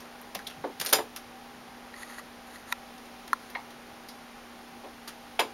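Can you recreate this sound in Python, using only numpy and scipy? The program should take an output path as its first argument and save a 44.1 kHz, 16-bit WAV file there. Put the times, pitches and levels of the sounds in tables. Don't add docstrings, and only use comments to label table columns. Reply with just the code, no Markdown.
import sys
import numpy as np
from scipy import signal
from scipy.fft import rfft, irfft
from scipy.io import wavfile
from scipy.ndimage import uniform_filter1d

SR = 44100
rng = np.random.default_rng(int(sys.argv[2]) if len(sys.argv) > 2 else 0)


def file_out(sig):
    cols = np.atleast_2d(sig).T
    lim = np.clip(cols, -1, 1)
    pcm = np.round(lim * 32767).astype(np.int16)
    wavfile.write(sys.argv[1], SR, pcm)


def makeup_ratio(level_db):
    decades = np.asarray(level_db, float) / 20
    return 10 ** decades


N = 243873

# (time [s], 2.5-11 kHz level [dB], thud level [dB], body level [dB], top level [dB], 60 dB
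# fall time [s])
TAPS = [(0.0024, -44.5, -64, -58, -49, 0.18), (0.0544, -47, -60, -39.5, -54, 0.061),
        (0.2154, -49, -59, -51, -37, 0.075), (0.3496, -24, -40, -35, -22, 0.07),
        (0.391, -41, -56, -38.5, -52, 0.062), (0.4708, -30, -45, -46, -35, 0.084),
        (0.4994, -43.5, -55, -48, -52, 0.14), (0.8131, -24, -35, -38, -42, 0.063),
        (0.9287, -14, -31, -23, -7.5, 0.14), (1.1618, -32.5, -65, -41.5, -34, 0.12),
        (2.9796, -45, -64, -60, -60, 0.064), (3.0544, -48, -54, -57, -57, 0.086),
        (3.277, -40, -50, -46, -50, 0.069), (3.5006, -42.5, -50, -50, -39.5, 0.09),
        (3.705, -44.5, -60, -48, -55, 0.077), (4.0869, -38.5, -56, -55, -45, 0.13),
        (5.0768, -34, -51, -39.5, -45, 0.16), (5.3936, -21, -33, -26.5, -37, 0.11)]
SCRABBLES = [
    (0.7989, -30.5, -53, -48, -37, 0.21),
    (0.8128, -26.5, -45, -37.5, -33, 0.13),
    (0.8484, -39, -44.5, -37, -29, 0.22),
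    (0.8619, -25.5, -47, -53, -32, 0.16),
    (0.8894, -33.5, -43.5, -48, -32, 0.25),
]
# (time [s], 1.7-3.7 kHz level [dB], 280-530 Hz level [dB], 500-1000 Hz level
# [dB], 1-2.15 kHz level [dB], 60 dB fall time [s])
BODY_BLOWS = [(0.3519, -30, -44, -37, -33, 0.091), (0.6422, -41, -30.5, -26, -25.5, 0.14),
              (0.6981, -56, -50, -62, -48, 0.053), (0.9283, -16, -28.5, -16.5, -15, 0.093),
              (0.9564, -31, -44, -37, -32, 0.2), (0.9894, -35, -33, -29.5, -23.5, 0.16),
              (3.5521, -33.5, -48, -37, -26, 0.1), (4.8394, -49, -44.5, -38.5, -46, 0.2),
              (5.3941, -20, -27.5, -18.5, -37, 0.15)]
# (time [s], level [dB])
PANE_RINGS = [
    (.862, -40),
    (.930, -21),
    (5.394, -31),
]
# (time [s], level [dB], pitch [Hz], width [Hz], 60 dB fall time [s])
FRAME_BUZZES = [(.348, -32.5, 600, 133, 0.074), (.348, -28, 1080, 95, 0.048), (.355, -43, 206, 66, 0.21),
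                (.469, -27, 3640, 860, 0.041), (.505, -45, 2900, 600, 0.1), (.861, -31, 9200, 230, 0.17),
                (0.57, -50.5, 136, 90, 0.36), (0.79, -45.5, 166, 96, 0.22), (.94, -48.5, 120, 80, .4),
                (.93, -27.5, 14000, 1600, 0.086), (3.551, -26, 2020, 440, 0.054),
                (3.553, -34.5, 940, 400, 0.17), (3.551, -46.5, 4200, 340, .12),
                (4.086, -44, 4800, 1370, 0.13)]
# (low edge [Hz], high edge [Hz])
TAP_BANDS = [
    (2480, 11100),
    (317, 1160),
    (853, 1810),
    (7860, 13300),
]
# (low edge [Hz], high edge [Hz])
BLOW_BANDS = [(1710, 3700), (282, 533), (507, 1005), (1020, 2150)]
BAND_HOLD = [0.62, 1.46, 0.96, 0.3]
# (pitch [Hz], level [dB], 60 dB fall time [s])
PANE_MODES = [(438, -6, .3), (544, -12, .25), (610, -6, .15), (770, -6, .25), (1066, -14, .2),
              (1222, -12, .08), (1647, -18, .2), (2169, -15, .16), (2439, -20, .25), (2616, -21, .25),
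              (3640, -15, .18), (4011, -20, .2), (4665, -16, .15), (4974, -4, .14), (5631, -14, .15),
              (6788, -8, .13), (7117, -4, .18), (8705, -9, .2), (9183, -12, .08), (9523, -5, .09),
              (10420, -13, .1), (11306, -12, .12), (12092, -9, .12), (12900, -17, .08)]
# (time [s], level [dB], crack level [dB], rattle level [dB], rise time [s])
TICKS = [
    (2.7244, -17, -17, -37, 0.00076),
    (3.3308, -8, -30, -31, 0.00067),
]
# (pitch [Hz], level [dB], 60 dB fall time [s])
SHELL_MODES = [
    [(987, -5, 0.026), (1356, -4, 0.027), (1900, 4, 0.013), (2460, -1, 0.012), (3800, 2.5, 0.0083),
     (6500, -12, .012), (9500, -20, 0.01), (13800, -8, 0.014), (15400, -13, 0.013)],
    [(1060, -4.5, 0.024), (1374, -0.5, 0.018), (1670, -1, 0.0089), (3340, -31, .04), (4200, -23, 0.025),
     (6100, -23, 0.01), (10370, -22, 0.0087), (11300, -32, 0.033)],
]
# (time [s], level [dB])
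RUB_STROKES = [
    [(1.92, -67), (1.932, -79), (1.938, -64), (2.032, -52), (2.042, -60.5), (2.196, -51.5), (2.23, -69)],
    [(2.46, -65), (2.548, -56.5), (2.622, -74), (2.698, -59), (2.714, -55), (2.726, -35), (2.73, -45)],
    [(3.38, -64), (3.384, -63), (3.392, -79), (3.426, -64), (3.49, -62)],
]
# (pitch [Hz], width [Hz], level [dB])
RUB_MODES = [(1140, 570, 3), (1840, 410, 2), (3000, 1350, -4.5), (4400, 800, -3), (6700, 960, -0.5),
             (10100, 3800, 2.5), (12160, 1400, -7)]
# (time [s], level [dB], ring pitch [Hz])
SLIPS = [(1.941, -40, 1880), (1.9639, -41, 2030), (2.0322, -34.5, 1920), (2.0993, -40, 1940),
         (2.1231, -42, 1846), (2.1841, -38, 1910), (2.1956, -39.5, 1180), (2.5584, -39, 1930)]
# (time [s], pitch [Hz], level [dB])
HUM = [(0, 240.8, -54), (.3, 242.1, -56.5), (1.2, 242, -56), (3, 239.5, -55), (5.53, 238.6, -55.5)]
# (pitch [Hz], width [Hz], level [dB])
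WHINES = [(270.5, 3.5, -70), (768.5, 10, -60.5), (810.3, 13.2, -60), (15735, 4, -83)]
# (pitch [Hz], level [dB per Hz])
AIR_COLOUR = [(12, -42), (20, -13.5), (150, -17.5), (210, -13), (300, -12), (554, -12.5), (797, -12),
              (1320, -14.5), (2500, -19.5), (6470, -27), (9040, -27.5), (12300, -32.5), (14500, -37),
              (15800, -47.5)]


def band(x, lo_hz, hi_hz):
    edges = [lo_hz, min(hi_hz, 0.45 * SR)]
    return signal.sosfilt(signal.butter(3, edges, "bandpass", fs=SR, output="sos"), x)


def unit(x):
    return x / np.sqrt(np.mean(x ** 2))


def noise_band(count, hz, width_hz):
    return unit(band(rng.standard_normal(count), hz - width_hz / 2, hz + width_hz / 2))


def clock(seconds):
    return np.arange(int(seconds * SR)) / SR


def fade(t, t60):
    return np.exp(-np.log(1000) * t / t60)


def onset(t, rise_s):
    return 1 - np.exp(-(t / rise_s) ** 2)


def ring(modes, seconds, scatter_db):
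    t = clock(seconds)
    out = np.zeros(len(t))
    for hz, db, t60 in modes:
        side, luck = rng.standard_normal(2)
        level = np.sign(side) * makeup_ratio(db + scatter_db * luck)
        out += level * fade(t, np.clip(t60, 0.01, 0.35)) * np.sin(2 * np.pi * hz * t)
    return out


def add(track, s, sound):
    i = int(max(s, 0) * SR)
    track[i:i + len(sound)] += sound[:N - i]


def walk(rate):
    k = int(SR / rate)
    steps = np.repeat(rng.standard_normal(N // k + 1), k)
    return 1.3 * uniform_filter1d(uniform_filter1d(steps, k), k)[:N]


def contacts(rows, bands, rise_s):
    out, t = np.zeros(N), clock(1 / 3)
    for s, *levels_db, t60 in rows:
        grit_db = 3.5 * np.repeat(rng.standard_normal(len(t) // 50), 50)
        push = rng.standard_normal(len(t)) * makeup_ratio(grit_db)
        blow = np.zeros(len(t))
        for db, edges, hold in zip(levels_db, bands, BAND_HOLD):
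            blow += makeup_ratio(db) * unit(band(push, *edges)) * fade(t, max(t60, 0.01) * hold)
        add(out, s - rise_s, blow * onset(t, rise_s))
    return out


def frame_buzzes(rise_s):
    out, t = np.zeros(N), clock(1 / 3)
    for s, db, hz, width_hz, t60 in FRAME_BUZZES:
        buzz = noise_band(len(t), hz, width_hz)
        add(out, s - rise_s, makeup_ratio(db) * buzz * fade(t, t60) * onset(t, rise_s))
    return out


def pane_ringing(rise_s):
    out, t = np.zeros(N), clock(1 / 3)
    for s, db in PANE_RINGS:
        add(out, s, makeup_ratio(db) * ring(PANE_MODES, 1 / 3, 1.5) * onset(t, rise_s))
    return out


def room_answer(sound):
    t = clock(0.5)
    tail = band(rng.standard_normal(len(t)), 130, 14300)
    tail *= fade(t, 0.2) * onset(t, 0.0055)
    tail /= np.sqrt(np.sum(tail ** 2))
    return makeup_ratio(-12) * signal.fftconvolve(sound, tail)[:N]


def woodpecker_at_window():
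    rise_s, blow_rise_s = 0.002, 0.004
    hits = contacts(TAPS + SCRABBLES, TAP_BANDS, rise_s)
    hits += contacts(BODY_BLOWS, BLOW_BANDS, blow_rise_s)
    hits += frame_buzzes(rise_s)
    return pane_ringing(rise_s) + hits + room_answer(hits)


def shell_ticks():
    out, t = np.zeros(N), clock(1 / 20)
    for (s, db, crack_db, rattle_db, rise_s), modes in zip(TICKS, SHELL_MODES):
        hiss = unit(band(rng.standard_normal(len(t)), 2500, 15500))
        tones = makeup_ratio(db) * ring(modes, 1 / 20, 0)
        crack = makeup_ratio(crack_db) * fade(t, 0.0076)
        rattle = makeup_ratio(rattle_db) * fade(t, 0.02)
        snap = onset(t, rise_s) * (tones + hiss * (crack + rattle))
        add(out, s, band(snap, 700, 13000))
    return out


def finger_rubs():
    t, gain = np.arange(N) / SR, np.zeros(N)
    for stroke in RUB_STROKES:
        s, db = np.transpose(stroke)
        edge_fade = np.clip(np.minimum(t - s[0], s[-1] - t) / 0.016, 0, 1)
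        gain += makeup_ratio(np.interp(t, s, db)) * edge_fade
    spikes_db = 2.5 * np.minimum(rng.exponential(size=N), 6)
    grains = rng.standard_normal(N) * makeup_ratio(spikes_db + 3.5 * walk(60))
    coloured = np.zeros(N)
    for hz, width_hz, db in RUB_MODES:
        coloured += makeup_ratio(db) * unit(band(grains, hz - width_hz / 2, hz + width_hz / 2))
    return gain * coloured


def skin_slips():
    out = np.zeros(N)
    for s, db, hz in SLIPS:
        modes = [(hz, 0, 0.03), (2.2 * hz, -6, 0.015), (5.4 * hz, -11, 0.012)]  # (Hz, dB, fall s)
        add(out, s, makeup_ratio(db + 2.5) * ring(modes, 0.04, 1.5))
    return out


def appliance():
    s, hz, db = np.transpose(HUM)
    t = np.arange(N) / SR
    turns = np.cumsum(np.interp(t, s, hz)) / SR
    level = makeup_ratio(np.interp(t, s, db) + 0.4 * walk(17))
    out = np.sqrt(2) * level * np.sin(2 * np.pi * turns)
    for whine_hz, width_hz, whine_db in WHINES:
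        out += makeup_ratio(whine_db) * noise_band(N, whine_hz, width_hz)
    return out


def room_air():
    hz, db = np.transpose(AIR_COLOUR)
    f = np.maximum(np.arange(N // 2 + 1) * SR / N, 1)
    colour = makeup_ratio(np.interp(np.log(f), np.log(hz), db))
    low = 1 / (1 + (f / 1500) ** 2)
    bass = irfft(rfft(rng.standard_normal(N)) * colour * np.sqrt(low), N)
    treble = irfft(rfft(rng.standard_normal(N)) * colour * np.sqrt(1 - low), N)
    return makeup_ratio(-49) * unit(bass * makeup_ratio(0.6 * walk(3)) + treble * makeup_ratio(0.4 * walk(2.5)))


def scene():
    camera_handling = shell_ticks() + finger_rubs() + skin_slips()
    return (woodpecker_at_window() + camera_handling + appliance() + room_air())[None]


def low_pass(x):
    return signal.sosfilt(signal.butter(12, 16630, fs=SR, output="sos"), x)


def record(dry):
    port_hz, port_width_hz = 7900, 2500
    b, a = signal.iirnotch(port_hz, port_hz / port_width_hz, SR)
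    mix = signal.lfilter(b, a, dry)
    return low_pass(mix)


dry = scene()
out = record(dry)
file_out(out)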